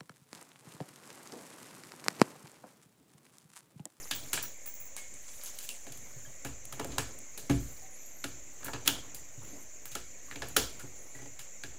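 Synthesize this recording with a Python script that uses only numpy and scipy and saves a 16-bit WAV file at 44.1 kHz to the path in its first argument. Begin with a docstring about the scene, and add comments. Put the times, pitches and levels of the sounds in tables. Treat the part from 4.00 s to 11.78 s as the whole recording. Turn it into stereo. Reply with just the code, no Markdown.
"""Hand rivet tool on a hollow cabinet

A hand rivet tool is squeezed against a metal edge profile on a hollow cabinet, indoors.
Jaws, handles and mandrel click and snap: noise bursts through resonances, with rattle and room tail.
The panel booms and a thin pin rings as decaying sines; the hand rubs as grainy noise; the pivot squeaks
as gliding tones. A band of insect-like hiss and quiet room air, both shaped noise, lie under it."""
import sys
import numpy as np
from scipy import signal
from scipy.fft import rfft, irfft
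from scipy.io import wavfile
from scipy.ndimage import uniform_filter1d

SR = 44100
rng = np.random.default_rng(int(sys.argv[2]) if len(sys.argv) > 2 else 0)


def wav_out(sig):
    """Save sig, one row per channel (or a flat mono array), as 16-bit PCM at SR to the path in sys.argv[1]."""
    wavfile.write(sys.argv[1], SR, np.round(np.clip(np.atleast_2d(sig).T, -1, 1) * 32767).astype(np.int16))


N = 343098


def gain_of(db):
    """Decibels to amplitude."""
    return np.exp(np.asarray(db) * (np.log(10) / 20))


def evened(x):
    """Scales to rms 1."""
    return x / np.sqrt(np.mean(x ** 2) + 1e-20)


def smooth_noise(shape, size):
    """Noise of rms 1, averaged over size steps of the last axis."""
    return evened(uniform_filter1d(rng.standard_normal(shape), size=size))


def read(points, hz):
    """Reads a table on a log-frequency axis."""
    f, value = np.transpose(points)
    return np.interp(np.log(hz + 1), np.log(f + 1), value)


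def add(mix, s, sound):
    """Mixes a sound in at time s."""
    part = mix[..., round(s * SR):][..., :sound.shape[-1]]
    part += sound[..., :part.shape[-1]]


def sides(db):
    """Left and right gains for a left-right difference."""
    return gain_of(np.array([db / 2, -db / 2]))


def stereo(left, other, same, hz):
    """Left and right spectra that share as much as the likeness table says."""
    like = np.clip(read(same, hz), -1, 1).reshape((-1,) + (1,) * (left.ndim - 1))
    return np.array([left, like * left + np.sqrt(1 - like ** 2) * other])


def hiss(spectrum, same, balance, patchy_db, size):
    """Two-channel noise of rms 1 with drifting patches in time and pitch."""
    hop, hz = size // 4, np.fft.rfftfreq(size, 1 / SR)
    a, b, c, d, patches = rng.standard_normal((N // hop + 5, len(hz), 5)).T
    patches = uniform_filter1d(patches, size=9, axis=0)
    patches = evened(uniform_filter1d(patches, size=9, axis=1))
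    z = stereo(a + 1j * b, c + 1j * d, same, hz)
    z = z * gain_of(read(spectrum, hz)[:, None] + patchy_db * patches)
    z = z * sides(read(balance, hz))[:, :, None]
    return evened(signal.istft(z, nperseg=size, noverlap=size - hop)[1][:, :N])


BUILD_CYCLES, SLUGGISH_HZ = 0.59, 88  # cycles a mode needs to build; modes under this pitch need more


def ring(modes, db, scatter_db):
    """One blow on a set of decaying modes; where it lands changes each mode's share."""
    t = np.arange(2 * SR // 5) / SR
    hz, mode_db, t60_s = np.transpose(modes)[:, :, None]
    share_db = db + mode_db + scatter_db * rng.standard_normal(hz.shape)
    build_s = BUILD_CYCLES * (1 + (SLUGGISH_HZ / hz) ** 2) / hz
    swell = (1 - np.exp(-t / build_s)) ** 2
    return (gain_of(share_db - 60 * t / t60_s) * swell * np.sin(2 * np.pi * hz * t)).sum(0)


# room air spectrum: (frequency [Hz], relative density [dB/Hz])
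AIR_SPECTRUM = [(26, -24), (45, -5.5), (130, -14), (290, -19), (465, -13), (550, -4.5), (680, -11),
                (800, -18), (1400, -20.5), (2200, -7), (2900, -19), (4100, -57), (9000, -30.5),
                (15800, -25)]
# background likeness of the channels: (frequency [Hz], likeness [-1..1])
AIR_LIKENESS = [(60, 1), (300, 0.57), (700, 0.14), (1400, 0.018)]
# background balance: (frequency [Hz], left-right difference [dB])
AIR_TILT = [(60, -5), (550, 1.5), (1650, -4.5), (4500, 0.5), (6500, -3.5), (9000, -7.5), (14000, 2)]
AIR_DB = -58


def room_air():
    """Steady shaped noise, slightly patchy."""
    return gain_of(AIR_DB) * hiss(AIR_SPECTRUM, AIR_LIKENESS, AIR_TILT, patchy_db=2.2, size=1024)


# insect-like hiss spectrum: (frequency [Hz], relative density [dB/Hz])
BAND_SPECTRUM = [(5200, -20), (5700, -7.5), (6250, 0), (6700, 2), (7400, 1.5), (7750, -8), (8100, -22),
                 (8600, -45)]
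BAND_DB = -49.5


def hiss_band():
    """Steady noise confined to a narrow treble band."""
    return gain_of(BAND_DB) * hiss(BAND_SPECTRUM, AIR_LIKENESS, AIR_TILT, patchy_db=1.8, size=1024)


# room decay: (frequency [Hz], t60 [s])
ROOM_T60 = [(300, 0.19), (1800, 0.32), (5000, 0.36), (13000, 0.2)]


def room(x):
    """Dense taps of random sign in clumps and patches of pitch, each band dying at its own speed."""
    taps = rng.standard_normal((2, SR // 2))
    taps = taps * gain_of(1.2 * smooth_noise(taps.shape, 130))
    taps = taps * np.clip((np.arange(SR // 2) / SR - .004) / 0.00044, 0, 1)  # silent for 4 ms
    hz, t, z = signal.stft(taps, SR, nperseg=256)
    patches = uniform_filter1d(rng.standard_normal(z.shape), size=3, axis=1)
    patches = evened(uniform_filter1d(patches, size=5, axis=2))
    decay = gain_of(3.5 * patches - 60 * t / read(ROOM_T60, hz)[:, None])
    tail = signal.istft(z * decay, SR, nperseg=256)[1]
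    tail = tail / np.linalg.norm(tail, axis=1, keepdims=True)
    return signal.fftconvolve(x, tail, axes=1)[:, :N]


# cabinet panel modes: (frequency [Hz], relative level [dB], t60 before damping [s])
PANEL_MODES = [(54.4, 4, 0.39), (66.4, -10, 0.52), (85.8, -4.5, 0.46), (110.6, -2, 0.27), (126.6, 6, 0.2),
               (179, -14.5, 0.29), (243, -16.5, 0.37), (281, -1.5, 0.21), (347.7, -4, 0.11),
               (367.3, -12.5, 0.34), (436.7, -4, 0.16), (481.5, -16, 0.52), (541.5, -2, 0.085),
               (681, -9, 0.24), (828, -7, 0.099)]
DAMPING, HARDEST_DB = 0.12, -19  # dB of ring time lost per dB of boxy level below HARDEST_DB
BOOM_SCATTER_DB = 1.8


def boom(deep_db, boxy_db, lowest_db=0, upper_db=-8.0):
    """A blow shared among lowest, deep, boxy and upper panel modes; weak blows die sooner above 100 Hz."""
    hz = np.transpose(PANEL_MODES)[0][:, None]
    shares = [(70, deep_db + lowest_db), (110, deep_db), (140, deep_db),
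              (200, boxy_db), (300, boxy_db), (430, boxy_db + upper_db)]
    lasting = gain_of(DAMPING * np.clip(boxy_db - HARDEST_DB, -30, 0))
    modes = [(f, db, t60_s * (lasting if f > 100 else 1)) for f, db, t60_s in PANEL_MODES]
    return ring(modes, read(shares, hz), scatter_db=BOOM_SCATTER_DB)


def shaken(steady_db, blows_db, db, rise_s, t60_s):
    """Gain over time: the hand's steady level plus, in power, a swell and decay after each click."""
    t, power = np.arange(SR) / SR, gain_of(steady_db) ** 2
    shape = (1 - np.exp(-t / rise_s)) * gain_of(db - 60 * t / t60_s)
    for (s, *_), blow_db in zip(CLICK_EVENTS, blows_db):
        add(power, s, (gain_of(blow_db) * shape) ** 2)
    return np.sqrt(power)


# steady hand noise on tool and cabinet: (time [s], palm drag level [dB], finger rustle level [dB])
HAND_LEVELS = [(0.0, -55, -46.5), (0.119, -69, -50), (.26, -57, -49), (.55, -67.5, -61), (1.15, -65.5, -61),
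               (1.34, -78, -49), (1.6, -90, -50.5), (1.9, -61, -56.5), (2.25, -63.5, -56.5),
               (2.6, -64.5, -67), (2.9, -49.5, -56.5), (3.3, -64, -61.5), (3.65, -62, -51.5),
               (3.96, -65, -62), (4.58, -63, -61.5), (4.61, -54, -60), (4.66, -58, -61), (4.81, -57, -71),
               (5.1, -55.5, -67), (5.4, -67, -60), (5.45, -54.5, -55), (5.61, -57, -58),
               (5.701, -66.5, -64.5), (6.2, -64, -61.5), (6.33, -56, -55), (6.5, -52.5, -55),
               (7.21, -64.5, -63.5), (7.4, -69, -65), (7.78, -61, -68)]
# palm drag spectrum: (frequency [Hz], relative density [dB/Hz])
DRAG_SPECTRUM = [(88, -46), (150, -17.5), (254, -8.5), (836, -17), (1500, -22.5), (1860, -24), (2670, -24),
                 (5500, -34), (7150, -49), (12100, -120)]
# finger rustle spectrum: (frequency [Hz], relative density [dB/Hz])
RUSTLE_SPECTRUM = [(1500, 3), (3000, -0.5), (6000, 5), (10000, 5), (15000, 2.5)]
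# likeness of the channels, rustle, drag and clicks: (frequency [Hz], likeness [-1..1])
NEAR_LIKENESS = [(300, 0.71), (1400, 0.24), (3000, 0.088), (15000, 0.016)]
# balance of rustle and clicks: (frequency [Hz], left-right difference [dB])
NEAR_TILT = [(300, -5), (650, -1), (1300, -2.5), (3200, -2.5), (4500, 1.5), (6500, -9.5), (9000, 6.5),
             (14000, -4.5)]
CREAK_DB, CREAK_SLOPE = -68, 1.37  # creak at a palm drag of -62 dB; dB per dB of drag


def hand():
    """Pressure creaks in the panel modes; palm and fingers catch and slip in grains."""
    s, *levels = np.transpose(HAND_LEVELS)
    drag_db, rustle_db = (np.interp(np.arange(N) / SR, s, c) for c in levels)
    creak_db = CREAK_DB + CREAK_SLOPE * (drag_db + 62)
    _, peak_db, _, _, _, boxy_db, *_ = np.transpose(CLICK_EVENTS)
    panel = boom(-28.5, -26.5, upper_db=-16.0)[:SR // 8]
    creak = signal.oaconvolve(rng.standard_normal(N), panel)[:N]
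    slip_db = 2.2 * smooth_noise(N, 70)
    grain = smooth_noise(N, 70)
    grain_db = 0.3 * grain + 2.7 * np.maximum(grain - 1, 0)
    drag = hiss(DRAG_SPECTRUM, NEAR_LIKENESS, [(1, -1.), (2, 0.72)], patchy_db=3.0, size=512)
    rustle = hiss(RUSTLE_SPECTRUM, NEAR_LIKENESS, NEAR_TILT, patchy_db=4.5, size=256)
    drag, rustle = gain_of(slip_db) * drag, gain_of(grain_db) * rustle
    creak_gain = shaken(creak_db, boxy_db, db=-10, rise_s=0.027, t60_s=0.43)
    drag_gain = shaken(drag_db, peak_db, db=-37, rise_s=0.002, t60_s=0.46)
    rustle_gain = shaken(rustle_db, peak_db, db=-32.5, rise_s=0.0087, t60_s=0.4)
    return creak_gain * evened(creak) + drag_gain * evened(drag) + rustle_gain * evened(rustle)


ARCH_FLATNESS = 3.8  # power of the pitch arch
SQUEAK_FADE, SQUEAK_FLICKER_DB = 0.11, 4  # share of the length spent fading; rms flicker


def whistle(length_s, first_hz, last_hz, arch_hz, db, waver):
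    """A thin tone arching over a straight glide, its pitch wavering and its level flickering."""
    u = np.arange(0, length_s, 1 / SR) / length_s
    arch = 1 - abs(2 * u ** .85 - 1) ** ARCH_FLATNESS
    hz = first_hz + (last_hz - first_hz) * u + arch_hz * arch
    wobble = 1 + waver * (smooth_noise(len(u), 60) + .4 * smooth_noise(len(u), 1500))
    x = np.sqrt(2) * np.sin(2 * np.pi * np.cumsum(hz * wobble) / SR)
    flicker_db = SQUEAK_FLICKER_DB * smooth_noise(len(u), 500)
    return gain_of(db + flicker_db) * x * signal.windows.tukey(len(u), SQUEAK_FADE)


# squeaks as the handles close: (start [s], length [s], first pitch [Hz], last pitch [Hz],
# arch height [Hz], level [dB], quick pitch waver [share of pitch])
SQUEAKS = [(3.58, .22, 12000, 15200, 500, -65, 0.016), (3.92, 0.38, 8500, 9200, 3550, -64.5, 0.0089),
           (5.42, 0.23, 10000, 11600, 900, -68, .022), (6.97, 0.18, 9900, 10200, 450, -69, 0.031)]


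def pivot():
    """Faint friction squeaks, slightly right of centre."""
    out = np.zeros(N)
    for s, *row in SQUEAKS:
        add(out, s, whistle(*row))
    return out * sides(-0.97)[:, None]


# loose mandrel jingling in the nose: (time [s], level [dB])
JINGLE_EVENTS = [(0.15, -41), (.175, -45), (0.427, -34.5), (0.663, -39), (.74, -46), (0.802, -46),
                 (.855, -55)]
# mandrel modes: (frequency [Hz], relative level [dB], t60 [s])
PIN_MODES = [(15610, -3, 0.09), (15540, 0, .14), (15470, -4, .11), (15050, -16, 0.05)]
# faint short tones of the mandrel and other metal parts: (time [s], level [dB], frequency [Hz], t60 [s])
TING_EVENTS = [(.428, -43, 5830, .25), (.976, -50, 2180, 0.38), (1.7, -45, 2750, 0.13),
               (2.25, -57, 1670, 0.15), (2.26, -60, 3200, .1), (3.82, -57, 765, 0.47),
               (6.283, -51, 1135, .1), (6.8, -55, 1430, 0.18), (7.15, -49, 1950, 0.087),
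               (7.189, -55, 1950, .08), (7.219, -53, 1950, .08), (7.259, -58, 1950, .08)]
PIN_ROOM_DB = -1.5


def mandrel():
    """The thin steel pin rings high, mostly right; it and other metal parts ting faintly; all rattle."""
    pin, tings = np.zeros(N), np.zeros(N)
    for s, db in JINGLE_EVENTS:
        add(pin, s, ring(PIN_MODES, db, scatter_db=1.5))
    for s, db, hz, t60_s in TING_EVENTS:
        add(tings, s, ring([(hz, 0, t60_s)], db, scatter_db=1.2))
    flutter = gain_of(3 * smooth_noise(N, 250))
    pin = pin * flutter * sides(-14.0)[:, None]
    return pin + gain_of(PIN_ROOM_DB) * room(pin) + tings * flutter * sides(-7.0)[:, None]


RATTLE_DB, RATTLE_T60_S, BOUNCES_PER_S = -5, 0.12, 450  # level against the pulse; decay; rate per draw
RATTLE_TINT_DB = 5  # rms spread of the tint


def rattle(pulse):
    """Loose parts make uneven small bounces after a click; each rattle favours its own few short rings."""
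    t = np.arange(SR // 10) / SR
    chance, size, sign = rng.random((3, 2, len(t)))
    hits = (chance < BOUNCES_PER_S / SR) * (t > .007) * np.sign(sign - .5)
    bounces = hits * gain_of(-60 * t / RATTLE_T60_S - 16 * size)
    bounces = bounces + 0.6 * bounces[::-1]  # each side leaks into the other
    tint = evened(gain_of(RATTLE_TINT_DB * smooth_noise(513, 7)))
    return gain_of(RATTLE_DB) * signal.fftconvolve(bounces, irfft(rfft(pulse) * tint), axes=1)


# resonances of profile and tool head: (frequency [Hz], width, at least 120 used [Hz], level [dB])
PROFILE_RINGS = [(1340, 83, 0), (1707, 285, 4.5), (2285, 470, 3.5), (2920, 390, -8.5), (3310, 200, -8.5),
                 (3900, 53, -11), (4350, 230, -13), (4860, 130, 0.5), (5590, 73, 2.5), (6500, 110, 2.5),
                 (7360, 640, 3), (9400, 360, -4.5), (10200, 260, -11), (14600, 240, -5)]
# colour shared by all clicks: (frequency [Hz], level [dB])
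CLICK_COLOUR = [(850, 0), (1200, -2.5), (2000, -4), (3200, 2), (4200, 5), (5500, 2.6), (8000, 6),
                (13000, 5)]
# colour shift of blows above HARD_DB: (frequency [Hz], slope [dB per dB of excess])
HARD_COLOUR = [(900, -0.28), (1400, 0.65), (2200, -0.54), (3150, -0.26), (4100, -0.19), (5200, 0.22),
               (7000, 0.35), (7900, -0.27), (9000, 0.055), (14000, 0.64)]
HARD_DB = -11.5
CHATTER_STOP = 1.7  # how abruptly the chatter ends, as a power of its time
RING_SHARPNESS = 4.8  # pitch over width of the favoured ring
TAIL_RING = 0.15  # extra favoured ring in the tail, as a power of its lift


def click(peak_db, clank_db, fizz_db, tick_db, ring_hz, ring_db):
    """A hard tick and a few ms of metal chatter ring the profile; also the plain pulse that feeds the room."""
    t, hz = np.arange(1024) / SR, np.fft.rfftfreq(1024, 1 / SR)
    u = np.maximum(t - .002, 0) / (0.0031 * gain_of(0.025 * peak_db))  # hard blows chatter longer
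    chatter, tick, jolts = rng.standard_normal((3, 2, 1024))
    chatter = evened(chatter * gain_of(3 * jolts[0]) * u * np.exp(-u ** CHATTER_STOP / CHATTER_STOP))
    tick_s = .0032 + 0.00216 * gain_of(0.32 * peak_db)
    tick = gain_of(tick_db) * evened(tick * np.exp(-abs(t - tick_s) / .0001))
    left, other = rfft(chatter + tick)
    z = stereo(left, other, NEAR_LIKENESS, hz)
    z = z / np.sqrt(uniform_filter1d(abs(z) ** 2, size=21, axis=1))  # even drive at all pitches
    body = 0.95 + sum(gain_of(db) / (1 + 2j * (hz - f) / max(w, 120)) for f, w, db in PROFILE_RINGS)
    # where it lands favours one ring
    lift = 1 + gain_of(ring_db) / (1 + 2j * RING_SHARPNESS * (hz / ring_hz - 1))
    lean = [(1040, clank_db), (3030, 0), (4340, 0), (12100, fizz_db)]
    hard_db = max(peak_db - HARD_DB, 0) * read(HARD_COLOUR, hz)
    body = body * lift * gain_of(read(CLICK_COLOUR, hz) + read(lean, hz) + hard_db)
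    body = body * hz ** 4 / (hz ** 4 + 820.0 ** 4) / np.sqrt(hz + 1)  # low cut, then -3 dB/octave
    body = gain_of(peak_db + 12.5) * body / np.linalg.norm(irfft(body)) * sides(read(NEAR_TILT, hz))
    pulse = irfft(body * lift ** TAIL_RING * np.exp(-2j * np.pi * hz * .004))  # 4 ms late
    return irfft(z * body), pulse


# clicks and snaps: (time [s], nominal peak [dB], clank against middle [dB], fizz against middle [dB],
# deep panel blow [dB], boxy panel blow [dB], tick against chatter [dB], room and rattle send [dB],
# favoured ring [Hz], its lift [dB], lowest against deep modes [dB], upper against boxy modes [dB])
CLICK_EVENTS = [(.111, -14, -0.5, -2.5, -56, -37.5, -8, -3.5, 3380, 2, 2, -27),
                (0.331, -11, -3, 1.5, -48, -38.5, 3, -1.5, 8200, -6, -19, -1.5),
                (.375, -18.5, 2, -50, -79, -46, 0, -5, 2000, -18, 0, 4),
                (0.427, -24.5, 3, 24, -78, -61, -3, -11, 10500, 1, 0, 0),
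                (0.434, -28.5, 3, -2, -75, -60, -10, -4, 10500, -10, 0, 3),
                (0.659, -30.5, 1, 11, -67, -58, -9, 1.5, 7000, -27, 0, 3),
                (.8, -34.5, 8, 18, -61, -76, 0, -2, 8500, -8, 2, -12),
                (.965, -25.5, 3, 2, -64, -68, 4, -2, 8400, 6, 6, -12),
                (.974, -35.5, -5, 4, -77, -70, -5, 7, 2100, -10, -2, -6),
                (1.14, -35.5, -13, 0, -63, -59, 9, -6, 8700, 18, 7, -7),
                (1.281, -36, -14, -3, -73, -81, 0, 2, 7500, 14, 2, -12),
                (1.414, -37.5, -10, 0, -85, -77, -1, 2, 5500, 2, 0, -5),
                (1.436, -27, 8, 13, -87, -77, -6, -1, 11500, 1, 0, -2),
                (1.458, -28, -39, 3.5, -85, -79, -8, 3, 6500, 1, 0, -5),
                (1.587, -25, -19, 3.5, -77, -76, -1, -4, 7100, -18, 0, -9),
                (1.604, -33.5, -15, -3, -80, -77, 0, 1, 7040, -1, 0, -5),
                (1.629, -32, -12, 6, -80, -77, -3, 2, 14000, 3, 0, -5),
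                (1.637, -33.5, -8, 6, -60, -71, 0, 4, 7000, -12, -6, -12),
                (1.69, -22, -25, 3, -80, -71, 3, -6, 2640, 6, 0, -3),
                (1.703, -30.5, -22, 7, -78, -77, -8, 2, 8540, 7, 0, -5),
                (1.867, -35.5, -1, -8, -69, -46.5, 0, -3, 2210, -11, -2, 4),
                (1.921, -30.5, -24, 0, -66, -65, -20, -6, 7000, -26, 5, -10),
                (1.974, -33.5, -4, 9, -56, -63, -4, -15, 7000, -13, 7, -12),
                (2.448, -25.5, 9.5, 2.5, -41.5, -34, -4, 1, 2650, -7, 2, -4),
                (2.653, -30.5, -3, 10, -55, -62, 1, -19, 9000, -2, 0, -14),
                (2.725, -25.5, 9, 6.5, -51, -50, -5, -5, 3240, -4, -8, 7),
                (2.796, -20, 10.5, -3, -60, -34, -13, -7.5, 3080, -1, 0, 2.5),
                (2.813, -30.5, 32, 4, -55, -61, -3, -3, 900, -2, 0, -12),
                (2.845, -26.5, 9, 8, -44, -36.5, 4, -18, 5500, -11, 5, 2),
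                (2.919, -34.5, -8, -10, -46, -39, -9, 1, 2000, -10, 3, -12),
                (2.982, -11.5, 8, -2.5, -34.5, -35, -2, -5, 7700, -8, -7, 1),
                (3.187, -32, -5, 13, -78, -73, -11, -24, 9000, -2, 0, -7),
                (3.376, -26, 2.5, 11.5, -63, -47, -14, 0, 4200, 4.5, -4, 1.5),
                (3.497, -20, 5.5, -4, -24.5, -16.5, -18, 0, 2100, -4, 1.5, -13.5),
                (4.241, -18, -5, -7, -57, -34.5, -30, -7.5, 1430, 5, -7, -3.5),
                (4.63, -35, 5, -8, -57, -56, -11, -4, 1510, 5, 0, 6),
                (4.645, -22.5, -2, 15, -50, -44, -15, -2, 14500, -2, 2, -11),
                (4.653, -34, 5, -10, -67, -52, -15, -2, 1700, 12, 0, -9),
                (4.66, -31.5, 5, 3, -67, -38, -7, -4, 1200, -2, 0, -5.5),
                (4.667, -31.5, 1, -6, -71, -51, -15, -4, 2210, -1, 0, -11),
                (4.682, -25.5, 15, -12, -53, -44.5, -12, -10, 1790, 5, 3, 7),
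                (4.691, -29, 20, -12, -66, -67, -12, -6, 880, 2, 0, -4),
                (4.699, -39, 22, -12, -66, -53, -10, 2, 890, 5, 0, 1),
                (4.734, -22.5, 3.5, -12, -41, -38, -8, -8, 4500, -5, -7, -1.5),
                (4.744, -28.5, 11, -24, -51, -54, -5, -2, 2600, -11, -2, -6),
                (4.761, -36, 14, -12, -58, -47, 1, -10, 1200, -1, 0, 4),
                (4.852, -36, -5, -2, -56, -45, 1, 0, 3000, 3, 0, 2),
                (4.86, -24.5, 1, 0, -52, -55, -14, 3, 3020, -13, 1, -9),
                (4.876, -2.5, -5.5, 1.5, -59, -29.5, -1, -9.5, 3200, 12.5, 4, -9),
                (4.887, -23, 9, -12, -80, -60, -12, -6, 3230, 7, 0, -5),
                (5.146, -25.5, -6, 14, -55, -62, -3, -2.5, 4670, 0, 1, -12),
                (5.8555, -27, 1.5, 1.5, -58, -69, 0, -4.5, 14400, 10, 4, -6),
                (5.916, -33, -12, 1, -50, -65, -14, 2, 9000, -16, 6, -12),
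                (5.952, -18.5, -8.5, -3.5, -59, -39, -3, -6, 1330, 8, 0, 2.5),
                (6.312, -28.5, 3, -18, -56.5, -47, -1, -3, 1980, 7, -8, -6),
                (6.358, -28, -7, -18, -49.5, -43, -21, -8.5, 2370, 4, 7, 0),
                (6.42, -22.5, 3, -16, -45.5, -41, -20, -3, 1720, -8, 2, 6.5),
                (6.485, -30.5, 5, 20, -56, -60, -12, -12, 11100, 13, 0, -3),
                (6.565, -2, -5.5, -5.5, -50.5, -29, -0.5, -6.5, 3300, -3, 15, 3),
                (6.795, -31.5, 2.5, 2, -69.5, -68, -12, 0.5, 1380, 1, 4, -15),
                (7.149, -43.5, -2, 3, -53, -47.5, -5, 5, 1950, -10, -2, -4),
                (7.189, -41, 10, -3, -52.5, -48, -9, -4, 1950, -7, -5, 0),
                (7.219, -40, -7, -1, -64, -45, -7, -2, 1950, 0, -2, -1.5),
                (7.258, -39.5, 3, -9, -60.5, -47, -19, -9, 1950, -3, 0, 2),
                (7.392, -29, 0.5, 3, -58, -77, -12, -1, 3100, -6, -3, -6),
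                (7.636, -25.5, -4, -10, -50.5, -43.5, -5, -5.5, 1560, 4, 6.5, 0)]
# dull pushes, panel only: (time [s], reference level [dB], deep modes against it [dB],
# boxy modes against it [dB])
NUDGE_EVENTS = [(0.23, -41, -5, -27), (1.898, -53.5, 4.5, -15), (1.979, -56, -7, -16), (2.159, -46, 4, -10),
                (2.269, -46, -3, -31), (2.879, -30.5, -13, -7), (3.428, -40, -16, -7),
                (5.374, -33.5, -7, -16.5), (5.528, -43, -31, 1.5), (6.834, -33, -10.5, -5)]


def tool():
    """Clicks and snaps, their rattle and room tail, and the boom each sends into the panel."""
    near, send, panel = np.zeros((2, N)), np.zeros((2, N)), np.zeros(N)
    for (s, peak_db, clank_db, fizz_db, deep_db, boxy_db, tick_db, wet_db,
         ring_hz, ring_db, lowest_db, upper_db) in CLICK_EVENTS:
        x, pulse = click(peak_db, clank_db, fizz_db, tick_db, ring_hz, ring_db)
        add(near, s - .003, x)
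        add(near, s - .003, gain_of(wet_db) * rattle(pulse))
        add(send, s - .003, gain_of(wet_db) * pulse)
        add(panel, s, boom(deep_db, boxy_db, lowest_db, upper_db))
    for s, peak_db, deep_db, boxy_db in NUDGE_EVENTS:
        add(panel, s, boom(peak_db + deep_db, peak_db + boxy_db, lowest_db=-13.0))
    far_panel = gain_of(-13) * room(panel[None])
    return near + room(send) + panel + far_panel


def scene():
    """All sources over the room air and the steady band of hiss."""
    return room_air() + hiss_band() + hand() + pivot() + mandrel() + tool()


OVERLOAD, OFFSET = .8, .00577  # full-scale units
SHELF_HZ, EDGE_HZ = 15720, 16750


def record(dry):
    """Rounds the hardest peaks, steps the top treble down, limits the band; the converter adds an offset."""
    step = gain_of(-26.0)
    taps = signal.firwin(255, SHELF_HZ, window=("kaiser", 7), fs=SR) * (1 - step)
    taps = taps + signal.firwin(255, EDGE_HZ, window=("kaiser", 9), fs=SR) * step
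    rounded = OVERLOAD * np.tanh(dry / OVERLOAD)
    return OFFSET + signal.oaconvolve(rounded, taps[None], "same")


dry = scene()
out = record(dry)
wav_out(out)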